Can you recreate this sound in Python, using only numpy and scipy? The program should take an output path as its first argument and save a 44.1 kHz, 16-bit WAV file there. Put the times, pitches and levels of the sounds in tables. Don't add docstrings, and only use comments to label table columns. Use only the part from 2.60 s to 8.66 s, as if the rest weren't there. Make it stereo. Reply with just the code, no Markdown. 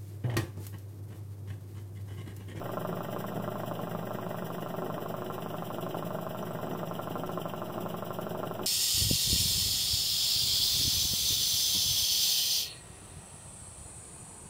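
import sys
import numpy as np
from scipy import signal
from scipy.fft import rfft, irfft, next_fast_len
from scipy.io import wavfile
from scipy.ndimage import uniform_filter1d

SR = 44100
rng = np.random.default_rng(int(sys.argv[2]) if len(sys.argv) > 2 else 0)


def linear_from_db(decibels):
    return 10 ** (np.asarray(decibels, float) / 20)


def to_wav(sig):
    pcm = np.clip(np.atleast_2d(sig), -1, 1) * 32767
    pcm = np.round(pcm).astype(np.int16)
    wavfile.write(sys.argv[1], SR, pcm.T)


N = 267246
LOST_S, LOST = 4.678, 1024
LONG = N + LOST
MS = SR / 1000

# start in seconds, level in dB.
EARLY_KNOCKS = [(0.016, -29.9), (0.0934, -25.6), (0.1714, -25.0), (0.2499, -23.9), (0.3283, -27.6),
                (0.4066, -26.1), (0.4857, -30.2), (0.5636, -25.9), (0.642, -26.8), (0.7211, -30.5),
                (0.7997, -31.6), (0.8777, -25.4), (0.9564, -27.2), (1.0348, -26.3), (1.113, -26.1),
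                (1.1922, -27.8), (1.272, -29.3), (1.3498, -26.3), (1.429, -31.0), (1.5079, -27.0),
                (1.5866, -27.1), (1.6656, -28.8), (1.7446, -27.1), (1.8232, -27.7), (1.9033, -28.0),
                (1.9828, -29.6), (2.0619, -28.9), (2.1413, -27.5), (2.2209, -27.5), (2.3007, -26.4),
                (2.3806, -27.3), (2.4609, -27.8), (2.5414, -26.1), (2.6207, -26.6), (2.701, -24.7),
                (2.7813, -27.3), (2.8616, -28.3), (2.9431, -26.3)]
LATE_KNOCKS = [(3.0233, -27.1), (3.1036, -27.5), (3.1845, -26.3), (3.2656, -26.7), (3.3452, -25.8),
               (3.4256, -26.1), (3.5062, -27.2), (3.5868, -26.5), (3.6666, -26.8), (3.7476, -29.2),
               (3.8277, -27.2), (3.9084, -29.4), (3.9889, -29.2), (4.07, -31.6), (4.1505, -28.4),
               (4.2319, -26.6), (4.3122, -25.9), (4.3926, -26.8), (4.4738, -26.0), (4.5554, -25.0),
               (4.6356, -25.0), (4.6932, -26.3), (4.7748, -24.8), (4.8554, -26.3), (4.9366, -25.1),
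               (5.0182, -25.7), (5.0991, -29.6), (5.1804, -25.7), (5.2617, -26.3), (5.343, -26.6),
               (5.4242, -27.3), (5.5062, -25.7), (5.5876, -25.3), (5.6676, -28.0), (5.7494, -27.6),
               (5.8317, -25.5), (5.9118, -26.2), (5.9939, -26.0)]
# start in seconds, level in dB.
RATTLES = [(.031, -27), (.383, -29), (.395, -35), (0.547, -22.5), (0.758, -22), (0.767, -29), (.777, -20),
           (.826, -23), (1.207, -26), (1.2136, -23), (1.222, -24), (1.575, -29), (2.032, -22), (2.237, -25),
           (2.2452, -23), (2.269, -26), (2.6913, -26), (3.1379, -22), (3.147, -23), (3.232, -24),
           (3.3709, -17), (3.394, -25), (3.817, -25), (3.973, -27), (4.034, -28), (4.045, -20),
           (4.053, -26), (4.122, -33.5), (4.134, -21), (4.212, -28), (4.218, -24), (4.4452, -29),
           (4.5095, -21.5), (4.524, -29), (4.573, -24), (4.592, -23), (4.658, -27), (4.7171, -25.5),
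           (4.7992, -24), (4.8758, -25), (5.161, -24), (5.173, -31), (5.254, -24), (5.621, -25),
           (5.783, -27), (5.802, -21), (5.868, -23), (5.875, -24), (6.014, -21), (6.0246, -25)]
# start in seconds, level in dB, pitch in Hz.
SQUEAKS = [
    (1.8656, -47, 5880),
    (3.5418, -54, 5700),
    (3.8222, -41.5, 5900),
    (3.908, -42.5, 8000),
    (4.0594, -46, 7990),
    (4.1325, -43, 5900),
    (4.2832, -42, 5770),
    (4.6654, -48, 5710),
    (5.5364, -48, 8000),
]

# pitch in Hz, level in dB, seconds to fall by 60 dB.
CRANK_RING = [(370, -10, .12), (570, -14, .04), (638, -2, .055), (742, -4, .045), (880, -10, .03),
              (1048, -6, .045), (1110, -8, .035), (1190, -5, .05), (1332, -6.5, .06), (1550, -13, .03),
              (1890, -22, .04), (2940, -24, .04)]
RETURN_RING = [(430, -14, .05), (590, -13, .035), (640, 0, .055), (745, -7, .045), (1050, -13, .04),
               (1332, -15, .05), (1640, -14, .04)]
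VALVE_RING = [(1600, -5, .035), (1893, -1, .045), (2003, -4, .04)]
LINKAGE_RING = [(2440, -38, 0.0094), (2955, 28, 0.0069), (3260, -23, 0.019), (3670, -34, 0.11),
                (3910, 3.5, 0.051)]
JAR_RING = [(215.3, -7, 0.17), (271.5, 0, 0.083), (325, 2.5, 0.02), (371, -3.5, 0.15), (448, 12.5, 0.019),
            (568, -39, 0.041), (540, -29, 0.059), (685, 14, 0.025), (734, -6, 0.012), (1060, -21, 0.029),
            (1416, 17, 0.028), (2870, -31, 0.016)]
TABLE_RING = [(177, -34, 0.039), (165.5, -3, 0.23), (189, 13, 0.17), (217.7, 11.5, 0.075)]

# multiple of the shaft speed, level in dB.
ORDERS_DB = [(5, -49), (9, -48), (10, -54), (12, -55.5), (14, -52.5), (17, -62.5), (29, -56), (30, -56.5)]
# time in seconds, level change in dB.
NINTH_DRIFT = [
    (0, 2.5),
    (1.2, 1.5),
    (2.6, -2.5),
    (6.1, -2.5),
]
# frequency in Hz, level in dB per Hz.
RUMBLE = [(30, -0.5), (60, 9), (95, -54), (112, -47), (135, -9), (170, 7.5), (260, -20), (370, -5.5),
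          (640, -6.5), (1000, -10), (1600, -26.5), (2200, -8.5), (3000, -21.5), (5000, -51.5)]
# pitch in Hz, width in Hz, level in dB.
STRANDS = [(167, 14, -51), (205, 14, -54), (371, 20, -55), (638, 36, -55), (740, 40, -57), (1190, 50, -64),
           (1550, 80, -66)]

# frequency in Hz, level in dB per Hz.
PUFF_COLOR = [(300, -60), (1500, -13), (3000, -0.5), (4000, -13), (6000, -8.5), (9000, -7.5), (11500, -5.5),
              (13500, -3.5), (15300, 4.5)]
# frequency in Hz, level in dB per Hz.
LEAK_COLOR = [(300, -9.5), (1500, 3.5), (3000, -4.5), (4500, -6), (7000, -7.5), (10000, -9), (12500, -10.5),
              (15300, 5)]
# time in seconds, level in dB.
PRESSURE = [
    (0, -46),
    (1.4, -48.5),
    (2.3, -46.5),
    (4.4, -47),
    (6.1, -46),
]

# time in seconds, lean from return knock (0) to chatter (1),
# valve contact from 0 to 1.
SLACK = [(0, 0.3, 0.8), (.7, 0.45, 0.77), (.95, 0.04, 0.73), (1.11, 0.7, 0.2), (1.2, 0.25, 0.87),
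         (1.7, 0.46, 0.83), (2.0, 0.5, 0.78), (2.3, 0.22, 0.72), (2.55, 0.5, 0.4), (3.05, 0.8, 0.4),
         (3.3, 0.56, 0.45), (3.5, .15, 0.4), (3.67, 0.57, 0.45), (3.85, 0.28, 0.78), (4.07, 0.37, 0.76),
         (4.2, 0.69, 0.26), (5.0, 0.64, 0.1), (6.1, 0.75, 0.2)]
# delay after the knock in ms, level in dB.
REBOUNDS = [
    (6.35, -8),
    (13.1, -14),
]
# delay after the knock in ms, level in dB.
TICKS = [
    (40.5, 3),
    (46.0, 5.5),
    (52.5, -19),
]
# delay after the knock in ms, level in dB.
CHATTER = [(39.5, 3), (41.7, 7.5), (43.6, 6.5), (50.0, 4), (54, -5)]
# delay after the knock in ms, level in dB.
CLACKS = [
    (-0.5, -44),
    (0, -44.5),
    (6, -55),
    (11.5, -44),
    (24, -53.5),
]

# frequency in Hz, seconds to fall by 60 dB.
KITCHEN = [(100, 0.63), (1000, 0.091), (4000, 0.24), (15000, 0.23)]

# frequency in Hz, difference in dB.
PORT_TILT = [(100, 0), (1400, 0), (2000, 2), (2700, -3), (4000, -4), (9000, -4), (15000, -4.5)]
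# frequency in Hz, share of the other port taken off.
CANCEL = [(100, .98), (2200, 0.75), (4400, 0.84), (6600, 0.53), (9000, 0.52), (11000, 0.46), (13200, 0.41),
          (15500, 0.14)]
# frequency in Hz, level in dB.
WIDTH = [(300, -0.5), (600, -4), (1100, 1.5), (1600, -0.5), (2200, -7), (3100, -7), (3500, 0.5)]
# frequency in Hz, difference in dB.
BASS_TILT = [(40, 6), (110, 2.5), (170, -1), (300, -2), (500, 0.8), (1000, 0)]
OFFSET = [
    [.0078],
    [-.0003],
]
BANDS = [44, 48, 56, 64, 72, 80, 88, 96, 108, 120, 132, 144, 160, 176, 196, 216, 240, 264, 292, *range(320, 770, 32)]
APART_S = [.739, 1.018, 1.204, 1.691, 1.923, 2.016, 2.086, 2.968, 3.038, 3.363, 3.502, 4.176, 4.501, 4.571,
           4.687, 4.71, 5.081, 5.615, 5.848]
# frequency in Hz, limit in dB.
STARVE = [(1000, -20), (2200, -11), (3300, -10), (5000, -9), (7500, -6), (8600, -4), (9300, -2),
          (10000, -6), (10800, -3.8), (13500, -7.5), (15500, -12)]
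# frequency in Hz, level in dB.
ROUNDING = [(1000, -22), (3000, -12), (5000, -9.5), (16000, -9.5)]


def evened(x):
    return x / np.sqrt(np.mean(x ** 2) + 1e-20)


def read(points, hz):
    f, value = np.transpose(points)
    return np.interp(np.log(hz + 1), np.log(f + 1), value)


def shaped(x, gain):
    size = next_fast_len(x.shape[-1] + 4096)
    return irfft(rfft(x, size) * gain(np.fft.rfftfreq(size, 1 / SR)), size)[..., :x.shape[-1]]


def colored(x, table):
    return evened(shaped(x, lambda f: linear_from_db(read(table, f))))


def unbroken(s):
    s = np.asarray(s)
    return s * SR + LOST * (s > LOST_S)


def clicks(at, db):
    train, at = np.zeros(LONG), np.round(at).astype(int)
    keep = (at >= 0) & (at < LONG)
    np.add.at(train, at[keep], (linear_from_db(db) * np.ones(len(at)))[keep])
    return train


def ring(train, modes, blow_db=0., blow_hz=1000.):
    t = np.arange(6000) / SR
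    body = sum(linear_from_db(db - 60 * t / t60) * np.sin(2 * np.pi * hz * t) for hz, db, t60 in modes)
    blow = np.sin(2 * np.pi * blow_hz * t) * (t < 1 / blow_hz)
    sound = -(body / abs(body).max() + linear_from_db(blow_db) * blow)
    contact = np.hanning(round(.5 * SR / blow_hz) + 2)
    sound = np.convolve(sound, contact)
    return signal.oaconvolve(train, sound / abs(sound).max())[:LONG]


def slow(rate_hz, count):
    steps = rng.standard_normal((count, LONG // 256 + 2))
    steps = shaped(steps, lambda f: np.exp(-(f / 256 / rate_hz) ** 2))
    places = np.arange(LONG) / 256
    return np.array([np.interp(places, np.arange(len(row)), evened(row)) for row in steps])


def turns_at():
    return unbroken(np.transpose(EARLY_KNOCKS + LATE_KNOCKS)[0])


def per_turn(table):
    s, *columns = np.transpose(table)
    return [np.interp(turns_at(), unbroken(s), column) for column in columns]


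def crank_turns():
    at = turns_at()
    at = np.r_[2 * at[0] - at[1], at, 2 * at[-1] - at[-2]]
    return np.interp(np.arange(LONG), at, np.arange(len(at)) - 1.)


def hum():
    peak_turn, waver_db = .55, .6
    turns, waver = crank_turns(), slow(0.93, count=len(ORDERS_DB))
    drift_db = np.interp(np.arange(LONG) / SR, *np.transpose(NINTH_DRIFT))
    lines = np.zeros(LONG)
    for k, ((order, db), w) in enumerate(zip(ORDERS_DB, waver)):
        level = linear_from_db(db + waver_db * w + drift_db * (k == 1))
        phase = 2 * np.pi * round(order) * (turns - peak_turn) + 0.063 * order * w
        lines += level * np.cos(phase)
    return np.sqrt(2) * lines + linear_from_db(-42) * colored(rng.standard_normal(LONG), RUMBLE)


def strands():
    swell_db = 2.5
    drive, swell = rng.standard_normal((len(STRANDS), LONG)), slow(1.8, count=len(STRANDS))
    out = np.zeros(LONG)
    for (hz, width, db), x, w in zip(STRANDS, drive, swell):
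        tone = evened(shaped(x, lambda f: 1 / (1 + (2 * (f - hz) / width) ** 2)))
        out += linear_from_db(db + swell_db * w) * tone
    return out


def steam():
    puff_play_db, seal_db = 1.4, -3.5
    spit_turn, spit_width, spit_db, spit_low_hz = .155, .025, -49, 10000
    turns, (puff_db,) = crank_turns(), per_turn(PRESSURE)
    puff_db = puff_db + puff_play_db * rng.standard_normal(len(puff_db))
    part = turns % 1
    puff_db = puff_db[np.clip(turns.astype(int), 0, len(puff_db) - 1)]
    opening = np.clip((part - .225) / 0.12, 0, 1) * np.clip((.88 - part) / 0.32, 0, 1)
    flutter = linear_from_db(0.14 * slow(70., count=1)[0] + 1.36 * slow(27.0, count=1)[0])
    puff, leak = rng.standard_normal((2, 2, LONG))
    puff = opening * linear_from_db(puff_db + 5.0) * flutter * colored(puff, PUFF_COLOR)
    thin = rng.standard_normal((2, LONG))
    thin = evened(shaped(thin, lambda f: linear_from_db(read(PUFF_COLOR, f)) / (1 + (spit_low_hz / (f + 1)) ** 6)))
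    spit = np.exp(-((part - spit_turn) / spit_width) ** 2)
    snap = linear_from_db(11) * np.exp(-((part - .315) / 0.011) ** 2)
    jets = linear_from_db(spit_db) * (spit + snap)
    fading = linear_from_db(seal_db * ((part - .3) % 1) ** 3)
    return puff + jets * flutter * thin + linear_from_db(-45.0) * fading * colored(leak, LEAK_COLOR)


def churn_patter():
    hits = (rng.random(LONG) < 260 / SR) * linear_from_db(1.9 * np.minimum(rng.exponential(1, LONG), 4))
    place = rng.integers(0, 3, LONG)
    patter = np.zeros(LONG)
    for k in range(3):
        modes = [(hz * rng.uniform(0.92, 1.015), db + 4 * rng.standard_normal(), t60)
                 for hz, db, t60 in JAR_RING]
        patter += ring(hits * (place == k), modes, -9.0, 630.0)
    return linear_from_db(-46.0) * evened(patter)


def levels():
    lean_play, contact_play = .13, .3
    lean, contact = per_turn(SLACK)
    play = rng.standard_normal((len(lean), 4))
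    lean = np.clip(lean + lean_play * play[:, 0], 0, 1)
    looseness = 1 - np.clip(contact, 0, 1)
    contact = np.clip(contact + contact_play * looseness * play[:, 1], 0, 1)
    knock_db = np.transpose(EARLY_KNOCKS + LATE_KNOCKS)[1]
    return_db = -28.5 - 12.5 * lean
    tick_db = -53.5 + 21 * contact
    chatter_db = -54.5 + 15.5 * lean
    return knock_db, return_db, tick_db, chatter_db


def delayed(at, table, db, late_play, db_play):
    return sum(clicks(at + (late + late_play[:, k]) * MS, db + more_db + db_play[:, k])
               for k, (late, more_db) in enumerate(table))


def loose_bearings(knock, back):
    t = np.arange(1200)
    trail = np.exp(-t / (6 * MS)) * (t > 1.5 * MS)
    spray = rng.uniform(-1, 1, LONG) * (rng.random(LONG) < 2500 / SR)
    strength = signal.oaconvolve(linear_from_db(-6) * knock + linear_from_db(-5) * back, trail)[:LONG]
    return ring(spray * strength, CRANK_RING, -8., 1050.)


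def knocks(at, knock_db, return_db, play):
    knock = clicks(at - .48 * MS, knock_db + 6.0)
    bounce = clicks(at + (4.1 + .08 * play[:, 2]) * MS, knock_db - 3 + .6 * play[:, 0])
    back = clicks(at + (40.5 + .5 * play[:, 1]) * MS, return_db + 4.5)
    back = back + clicks(at + (45.19 + .5 * play[:, 1]) * MS, return_db + 2)
    pin = delayed(at, REBOUNDS, knock_db + 3.5, .1 * play[:, 5:], .8 * play[:, 7:])
    blows = ring(knock, CRANK_RING, -4.5, 953.0) + ring(pin, CRANK_RING[4:10], -0.76, 1600.0)
    blows = signal.lfilter(*signal.butter(1, 340, "high", fs=SR), blows)
    returns = ring(bounce, RETURN_RING, -0.65, 876.0) + ring(back, RETURN_RING, -8, 705.0)
    return blows + returns + linear_from_db(-1.5) * loose_bearings(knock, back)


def valve_and_linkage(at, tick_db, chatter_db, play):
    still = 0 * play
    tick = delayed(at, TICKS, tick_db, .5 * play[:, 3:], still)
    chatter = delayed(at, CHATTER, chatter_db, .83 * play[:, 4:], 2.9 * play)
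    chatter = chatter + delayed(at, CLACKS, 0, still, 2.4 * play[:, 1:])
    return ring(tick, VALVE_RING, -25., 1900.) + ring(chatter, LINKAGE_RING, -22., 3000.)


def table_thump(at, play):
    push = clicks(at + 1.47 * MS, -36 + 0.59 * play[:, 0])
    push = push + clicks(at + 51 * MS, -38 + 3.9 * play[:, 1])
    push = push + clicks(at + 69 * MS, -37 + 0.5 * play[:, 2])
    return ring(push, TABLE_RING, -50.0, 132.0)


def strokes():
    at = turns_at()
    knock_db, return_db, tick_db, chatter_db = levels()
    play = rng.standard_normal((len(at), 9))
    wood = knocks(at, knock_db, return_db, play)
    metal = valve_and_linkage(at, tick_db, chatter_db, play)
    return wood, metal, table_thump(at, play)


def churn_taps():
    s, db = np.transpose(RATTLES)
    chance = np.linspace(3, 6, LONG) / SR
    stray = rng.random(LONG) < chance
    stray_db = -34 + 3 * rng.standard_normal(LONG).clip(-2, 1)
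    taps = clicks(unbroken(s) - 30, db - 4) + stray * linear_from_db(stray_db)
    return -ring(taps, JAR_RING, 1.1, 616.0)


def squeaks():
    rise_s = 0.0073
    out, t = np.zeros(LONG), np.arange(800) / SR
    for s, db, hz in SQUEAKS:
        at = int(unbroken(s))
        rough = uniform_filter1d(rng.standard_normal(800), 30)
        wobble = np.cumsum(hz + 900 * rough) / SR
        swell = t / rise_s * np.exp(1 - t / rise_s) ** 2
        out[at:at + 800] += linear_from_db(db - 9) * swell * np.sin(2 * np.pi * wobble)
    return out


def kitchen(x):
    taps = np.zeros((2, SR // 2))
    at = np.arange(120, SR // 2 - 20, 20) + rng.integers(0, 20, (2, (SR // 2 - 121) // 20))
    np.put_along_axis(taps, at, rng.choice([-1., 1.], at.shape), 1)
    hz, t, z = signal.stft(taps, SR, nperseg=256)
    fading = linear_from_db(-60 * t / read(KITCHEN, hz)[:, None])
    tail = signal.istft(z * fading, SR, nperseg=256)[1]
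    return signal.fftconvolve(x[None], tail / np.linalg.norm(tail[0]), axes=1)[:, :LONG]


def ports(direct, lead, apart):
    left = shaped(direct, lambda f: np.exp(1j * np.pi * f * lead / SR))
    right = shaped(direct, lambda f: np.exp(-1j * np.pi * f * lead / SR))
    apart = shaped(apart, lambda f: np.minimum(f / 2300, 1))
    return np.array([left + apart, right - apart])


def scene():
    wood, metal, thump = strokes()
    rattle = churn_taps() + churn_patter()
    low, hiss = hum() + thump + strands(), steam()
    wet = linear_from_db(-9.0) * kitchen(wood + rattle + linear_from_db(2.5) * metal)
    both = ports(wood + rattle + wet[0], lead=-0.46, apart=linear_from_db(12.0) * wet[1])
    both += ports(metal + squeaks(), lead=1.0, apart=0 * metal)
    both += ports(low, lead=4.3, apart=linear_from_db(-2.0) * kitchen(low)[1])
    both += ports(hiss[0], lead=0, apart=hiss[1])
    dip_hz, dip_width_hz, dip_db = 472, 12.7, -2
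    both = shaped(both, lambda f: linear_from_db(dip_db * np.exp(-((f - dip_hz) / dip_width_hz) ** 2)))
    cut = round(LOST_S * SR)
    return np.c_[both[:, :cut], both[:, cut + LOST:]]


def tilted(pair, gain, table):
    return np.array([shaped(side, lambda f: gain(f) * linear_from_db(sign * read(table, f) / 2))
                     for side, sign in zip(pair, (1, -1))])


def steer(pair):
    delay = 20
    late = lambda f: read(CANCEL, f) * np.exp(-2j * np.pi * f * delay / SR)
    lift = lambda f: np.where(f < SR / delay / 2, 1 / (1 - late(f)), .5)
    pair = tilted(pair, lambda f: 1, PORT_TILT)
    steered = pair - shaped(pair[::-1], late)
    difference = steered - steered[::-1]
    steered = steered + shaped(difference, lambda f: (linear_from_db(read(WIDTH, f)) - 1) / 2)
    return tilted(steered, lift, BASS_TILT)


def starve(x):
    grid = 166
    pair = np.pad([x[0] + x[1], x[0] - x[1]], ((0, 0), (grid, 0)))
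    window = np.sin(np.pi * (np.arange(2048) + .5) / 2048)
    block = dict(window=window, nperseg=2048, noverlap=1024)
    z = signal.stft(pair, **block)[2]
    joint = np.ones(z.shape[2], bool)
    joint[np.round((np.array(APART_S) * SR + grid) / 1024).astype(int)] = False
    for lo, hi in zip(BANDS, BANDS[1:]):
        size = np.sqrt((abs(z[:, lo:hi]) ** 2).sum(axis=1))
        limit_db = read(STARVE, (lo + hi) * SR / 4096)
        limit_db = limit_db + 1.5 * uniform_filter1d(rng.standard_normal(len(joint)), 2)
        empty = joint & (size < size[::-1] * linear_from_db(limit_db))
        z[:, lo:hi] *= ~empty[:, None]
        grain = np.exp(2j * np.pi * rng.random(z[:, lo:hi].shape))
        error = size.max(axis=0) / np.sqrt(hi - lo) * linear_from_db(read(ROUNDING, lo * SR / 2048))
        z[:, lo:hi] += ~joint * grain * error
    both, differ = signal.istft(z, **block)[1][:, grid:grid + N]
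    return np.array([both + differ, both - differ]) / 2


def band_edges(f):
    top = linear_from_db(-np.clip((f - 15450) / 7.5, 0, 80))
    bottom = np.sqrt(1 / (1 + (104 / (f + 1)) ** 14) + linear_from_db(-27) ** 2)
    return top * bottom


def roll_off(x):
    return signal.sosfilt(signal.butter(12, 16690, fs=SR, output="sos"), x)


def record(dry):
    x = shaped(starve(steer(dry)), band_edges) + OFFSET
    jolt_db, jolt_s = -41, .004
    x = x + linear_from_db(jolt_db) * np.exp(-((np.arange(N) / SR - LOST_S) / jolt_s) ** 2)
    return roll_off(x)


dry = scene()
out = record(dry)
to_wav(out)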